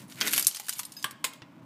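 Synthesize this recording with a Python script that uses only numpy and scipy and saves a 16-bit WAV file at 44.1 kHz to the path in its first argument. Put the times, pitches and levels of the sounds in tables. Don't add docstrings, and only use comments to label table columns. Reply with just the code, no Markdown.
import sys
import numpy as np
from scipy import signal
from scipy.io import wavfile

SR = 44100
rng = np.random.default_rng(int(sys.argv[2]) if len(sys.argv) > 2 else 0)


def transcribe(u):
    v = np.clip(np.atleast_2d(u).T, -1, 1)
    q = np.round(v * 32767).astype(np.int16)
    wavfile.write(sys.argv[1], SR, q)


N = 72765
T = np.arange(16384) / SR
HZ = np.fft.rfftfreq(len(T), 1 / SR)

# t/s, low/dB, middle/dB, treble/dB, struck spot f/Hz, its level/dB
KEY_CLICKS = [(0.082, -73.5, -68.5, -65.5, 10600, -48.5), (0.123, -50.5, -48, -54, 1154, -50),
              (0.2054, -49, -41, -38, 1640, -50), (0.2118, -28.5, -25, -38, 1600, -23),
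              (0.2173, -29.5, -28.5, -38, 3220, -20.5), (0.228, -55.5, -50, -43.5, 13700, -32),
              (0.256, -56, -60, -37, 1590, -49), (0.266, -36.5, -38, -32, 1890, -46),
              (0.274, -33, -31, -28, 2050, -25), (0.28, -35.5, -35, -31, 3680, -21.5),
              (0.31, -65, -55, -34, 1410, -42), (0.327, -41, -39, -29, 8090, -52),
              (0.3339, -25.5, -33, -25, 7970, -25), (0.338, -50, -33.5, -39, 8000, -24),
              (0.363, -59, -32.5, -29.5, 2220, -32), (0.369, -40, -39, -31, 3350, -30),
              (0.379, -26, -45, -20.5, 3056, -23.5), (0.3964, -34, -36, -24, 9310, -23.5),
              (0.426, -47, -35.5, -28.5, 4820, -25.5), (0.447, -60, -36.5, -32, 6420, -28),
              (0.461, -64, -56, -46, 2610, -38.5), (0.4803, -46, -39, -27, 13700, -33),
              (0.5118, -51, -41, -50, 3083, -37.5), (0.5475, -46, -38, -37.5, 3150, -36.5),
              (0.56, -51, -40, -49, 9150, -30), (0.569, -45.5, -39, -40, 5400, -35.5),
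              (0.5985, -40.5, -43, -36, 827, -36), (0.685, -40, -42, -35.5, 1760, -37.5),
              (0.694, -36, -39, -25, 4860, -27.5), (0.7271, -52, -40, -42, 2950, -37.5),
              (0.7343, -62, -50, -38, 6970, -32), (0.785, -62, -61, -37.5, 8900, -39),
              (0.793, -40.5, -38.5, -31, 980, -31.5), (0.7962, -39, -38.5, -32, 5000, -50),
              (0.833, -50.5, -45, -42, 3900, -44), (0.852, -72, -45, -42.5, 9000, -31),
              (0.921, -62, -47, -47.5, 9200, -38.5), (1.0273, -78, -41, -42.5, 4950, -38),
              (1.11, -50, -48.5, -43, 9520, -45), (1.335, -59, -52, -50, 3250, -46),
              (1.42, -43, -54, -78.5, 2695, -45.5)]
# t/s, level/dB
SMALL_KEY_HITS = [(.122, -53), (.279, -30), (.312, -34), (.3335, -20), (.369, -28), (.3795, -22.5),
                  (.392, -27), (.694, -39), (.767, -38), (.795, -35), (.853, -43)]
# f/Hz, level/dB, t60/s
SMALL_KEY_MODES = [(11552, 0, .075), (11590, -9, .06), (11430, -11, .09), (13848, -14, .09),
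                   (9085, -15, .12), (9205, -14, .1), (3674, -17, .12), (3075, -18, .12), (2254, -17, .13)]
LARGE_KEY_MODES = [(9560, 0, .014), (9130, -5, .012), (10050, -10, .01), (9205, -23, .08), (9085, -25, .11),
                   (11550, -15.5, .085), (14200, -15, .018), (6080, -10, .012), (4220, -17, .016)]
KEY_RING_MODES = [(4996, 0, .14), (6374, -13, .3), (13860, -11, .11), (11570, -14, .11), (3763, -19, .3),
                  (2659, -19, .17), (1650, -13, .06)]
# f/Hz, level/dB
CRACK_COLOUR = [(100, -53), (2000, -16), (4500, -7.5), (10000, 3), (12800, -8.5), (14400, 2.5),
                (15500, -18)]
CHINK_PITCHES = [2940, 4330, 4760, 6630, 7413, 8040, 9150, 9685, 11560, 12690, 13800]
# t/s, level/dB
SCRAPE_ENVELOPE = [(0, -53.5), (.07, -69), (.12, -56.5), (.145, -73.5), (.17, -52), (.185, -48.5),
                   (.208, -42.5), (.222, -32), (.24, -34.5), (.28, -35), (.305, -44), (.34, -48.5),
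                   (.385, -38), (.41, -56), (.44, -66.5), (.5, -66.5), (.65, -66.5)]
SLIDE_ENVELOPE = [(0, -50), (.07, -67), (.1, -54), (.16, -59), (.25, -46.5), (.31, -40), (.34, -35),
                  (.4, -36), (.42, -41), (.53, -51.5), (.59, -50), (.63, -54.5), (.72, -44.5), (.81, -54.5),
                  (.89, -63.5), (1.02, -54.5), (1.15, -80), (1.36, -62), (1.46, -99.5), (1.65, -78.5)]
# f/Hz, level/dB
SCRAPE_EQ = [(70, -32.5), (150, -7.5), (290, 0), (500, -5), (680, -11.5), (1250, -12.5), (1400, -0.5),
             (2230, 0), (3680, -9.5), (10500, -21.5), (13500, -19.5), (15000, -18.5)]
SLIDE_EQ = [(300, -34.5), (1500, -10.5), (3500, 0.5), (6000, -2.5), (9500, 0), (12000, -6), (15000, -4.5)]
# t/s, level/dB
KNOCK_HITS = [(1.043, -26.5), (1.0455, -28.5)]
LATCH_HITS = [(1.2418, -36.5), (1.2436, -23.5), (1.2472, -29.5), (1.2494, -24)]
# f/Hz, level/dB
KNOCK_EQ = [(70, -48), (170, -13.5), (760, -16), (1600, -6.5), (2510, -13.5), (3230, -3), (3800, -12.5),
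            (6650, -22), (7970, -19), (9550, -14), (12500, -25), (15000, -24)]
LATCH_EQ = [(120, -41.5), (200, -10), (689, -9), (1000, 0.5), (1270, -7.5), (2060, 1), (2940, 1),
            (5130, -2.5), (5920, -13), (7080, 0), (13500, -9), (14500, -7.5)]
# f/Hz, level/dB, t60/s
KNOCK_RING = [(1090, -22.5, .03), (1165, -39, .2), (1600, -17.5, .024), (2230, -29, .02), (3115, -28, .03),
              (3300, -24.5, .024), (7957, -30, .029), (8640, -22, .014), (11950, -21.5, .014),
              (12880, -32, .027)]
LATCH_RING = [(1018, -24.5, .03), (1467, -31, .035), (1991, -29, .025), (2240, -31, .03), (3222, -29, .03),
              (3515, -30, .025), (7005, -30, .03), (8340, -28, .025)]
# t/s, level/dB
DOOR_BUMPS = [(0.456, -35), (0.469, -43), (1.041, -43), (1.419, -40)]
# f/Hz, level/dB, t60/s
DOOR_MODES = [(130, -2, .055), (234, -23, 0.073), (331, -3, .04)]
# f/Hz, t60/s
HALL_DECAY = [(300, 1), (1200, 0.42), (3000, 0.62), (6000, 0.4), (14000, 0.13)]
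# f/Hz, level/dB
HALL_EQ = [(300, 2), (1400, 1), (3300, -8.5), (8000, -2.5), (15000, -21)]
RUMBLE_EQ = [(25, -76), (119, 1.5), (206, 2), (298, 2), (430, -18), (630, -8), (760, -25), (1500, -11),
             (1950, -55.5), (3300, -120)]
HISS_EQ = [(300, -7.5), (1000, 21.5), (2000, -9.5), (4000, -23), (8000, -32.5), (15000, -39)]
# t/s, level/dB
RUMBLE_ENVELOPE = [(0, -51), (.2, -53), (.4, -51.5), (.52, -69), (.8, -59), (1.1, -55), (1.3, -55.5),
                   (1.53, -54), (1.61, -51)]

BAND_TOP_HZ = 15350
ATTACK_S, TICK_DECAY_S = 0.004, 0.00086


def key_clicks():
    out = np.zeros(N)
    shapes = [rolloff(1050, 4) * (1 - rolloff(3690, 8)),
              rolloff(3690, 8) * (1 - rolloff(5960, 8)),
              rolloff(5960, 8) / (1 + (HZ / 13970) ** 20)]
    bands = [shape / shape.mean() for shape in shapes]
    for s, *band_dbs, tone_hz, tone_db in KEY_CLICKS:
        power = sum(amp(db) ** 2 * band for db, band in zip(band_dbs, bands))
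        add(out, s, tint(key_contact(), np.sqrt(power)))
        add(out, s, ring([(tone_hz, tone_db, 0.032)]))
    return out


def key_contact(snap_s=0.0031, chatter_s=0.0081, partials=90):
    t = T[T < .06]
    pitch, phase = rng.random((2, partials, 1))
    chatter = unit(np.sin(2 * np.pi * (pitch * BAND_TOP_HZ * t + phase)).sum(0))
    burst = rng.standard_normal(len(t)) * np.exp(-t / snap_s)
    burst += amp(-2) * chatter * np.exp(-t / chatter_s)
    burst[0] += 10
    return burst / np.sqrt(np.mean(burst[t < ATTACK_S] ** 2))


def small_key():
    out = np.zeros(N)
    for s, db in SMALL_KEY_HITS:
        add(out, s, amp(db) * ring(SMALL_KEY_MODES, spread_db=4))
    return out


def large_key(at_s=0.4688):
    out = np.zeros(N)
    crack = contact(CRACK_COLOUR, snap_s=0.0015, tail_s=0.012, tail_db=-10.5, spike=0)
    add(out, at_s, amp(-13.5) * crack + amp(-4) * ring(LARGE_KEY_MODES, rise_s=0.0013))
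    return out


def key_ring(at_s=0.9667):
    out = np.zeros(N)
    add(out, at_s, amp(-36.5) * ring(KEY_RING_MODES))
    return out


def chinks(touches_per_s=200, t60_s=0.015):
    out, t = np.zeros(N), np.arange(N) / SR
    swinging = (t > 0.093) & (t < 1)
    modes = [(hz, 0, t60_s) for hz in CHINK_PITCHES]
    for _ in modes:
        force = swinging * rng.uniform(-1.27, 1, N)
        touches = force * (rng.random(N) < touches_per_s / len(modes) / SR)
        snap = rng.standard_normal(len(T)) * np.exp(-T / TICK_DECAY_S)
        tick = amp(1) * unit(tint(snap, eq(SLIDE_EQ)))
        chink = tick + unit(ring(modes, spread_db=1))
        out += signal.oaconvolve(touches, chink)[:N]
    return level(SLIDE_ENVELOPE) * out / out[swinging].std()


def friction(envelope, colour, slips_per_s=6000, spread_db=1.5):
    size = amp(spread_db * np.minimum(rng.exponential(1, N), 4))
    slips = rng.standard_normal(N) * size * (rng.random(N) < slips_per_s / SR)
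    rub = unit(slips) + 0.35 * rng.standard_normal(N)
    return level(envelope) * unit(tint(rub, eq(colour)))


def lock_clack(hits, colour, modes):
    out = np.zeros(N)
    for s, db in hits:
        add(out, s, amp(db) * contact(colour, snap_s=TICK_DECAY_S, tail_s=0.018, tail_db=-12, spike=3.3))
    add(out, hits[0][0], ring(modes, rise_s=0.00082))
    return out


def contact(colour, snap_s, tail_s, tail_db, spike):
    envelope = np.exp(-T / snap_s) + amp(tail_db) * np.exp(-T / tail_s)
    burst = rng.standard_normal(len(T)) * envelope
    burst[0] += spike
    burst /= np.sqrt(np.mean(burst[T < ATTACK_S] ** 2))
    return tint(burst, unit(eq(colour)))


def door():
    out = np.zeros(N)
    for s, db in DOOR_BUMPS:
        add(out, s, amp(db) * ring(DOOR_MODES, rise_s=0.003))
    return out


def hallway(send, build_s=0.0025):
    hz, t, spectrum = signal.stft(rng.standard_normal(SR // 2), SR, nperseg=256)
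    decay = np.exp(-np.log(1000) * t / read(HALL_DECAY, hz)[:, None])
    tail = signal.istft(spectrum * decay, SR)[1]
    tail *= np.minimum(np.arange(len(tail)) / SR / build_s, 1)
    response = tint(tail / np.linalg.norm(tail), eq(HALL_EQ))
    return signal.fftconvolve(send, response)[:N]


def room_tone():
    rumble = tint(rng.standard_normal(N), eq(RUMBLE_EQ) / (1 + (HZ / 1200) ** 4))
    hiss = tint(rng.standard_normal(N), eq(HISS_EQ))
    return level(RUMBLE_ENVELOPE) * unit(rumble) + amp(-64) * unit(hiss)


def ring(modes, spread_db=0, rise_s=0.00045):
    hz, db, t60 = np.transpose(modes)[:, :, None]
    phase = rng.random((len(modes), 1))
    gain = amp(db + spread_db * rng.standard_normal((len(modes), 1)))
    waves = gain * np.exp(-np.log(1000) * T / t60) * np.sin(2 * np.pi * (hz * T + phase))
    return waves.sum(0) * (1 - np.exp(-T / rise_s))


def tint(x, gain):
    log_gain = np.log(np.maximum(gain, 1e-5))
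    mirrored = np.concatenate([log_gain, log_gain[-2:0:-1]])
    taps = np.fft.ifft(np.exp(np.conj(signal.hilbert(mirrored)))).real
    return signal.fftconvolve(x, taps[:len(T) // 4])[:len(x)]


def rolloff(edge_hz, slope):
    return 1 / (1 + (edge_hz / (HZ + 1)) ** slope)


def read(points, hz):
    f, value = np.transpose(points)
    return np.interp(np.log(hz + 1), np.log(f + 1), value)


def eq(colour):
    return amp(read(colour, HZ))


def level(envelope):
    return amp(np.interp(np.arange(N) / SR, *np.transpose(envelope)))


def amp(db):
    return 10 ** (np.asarray(db) / 20)


def unit(x):
    return x / np.sqrt(np.mean(x ** 2) + 1e-20)


def add(mix, s, sound):
    part = mix[round(s * SR):][:len(sound)]
    part += sound[:len(part)]


def scene():
    bunch = key_clicks() + small_key() + key_ring() + large_key() + chinks()
    bunch += friction(SCRAPE_ENVELOPE, SCRAPE_EQ) + friction(SLIDE_ENVELOPE, SLIDE_EQ)
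    lock = lock_clack(KNOCK_HITS, KNOCK_EQ, KNOCK_RING) + lock_clack(LATCH_HITS, LATCH_EQ, LATCH_RING)
    echo = hallway(amp(-13) * bunch + amp(-12.5) * lock)
    return (bunch + lock + door() + echo + room_tone())[None]


def record(dry):
    ceiling = 0.7
    rounded = dry / (1 + (dry / ceiling) ** 4) ** .25
    lowpass = signal.firwin(201, BAND_TOP_HZ, window=("kaiser", 8), fs=SR)
    return signal.oaconvolve(rounded, lowpass[None], "same")


dry = scene()
out = record(dry)
transcribe(out)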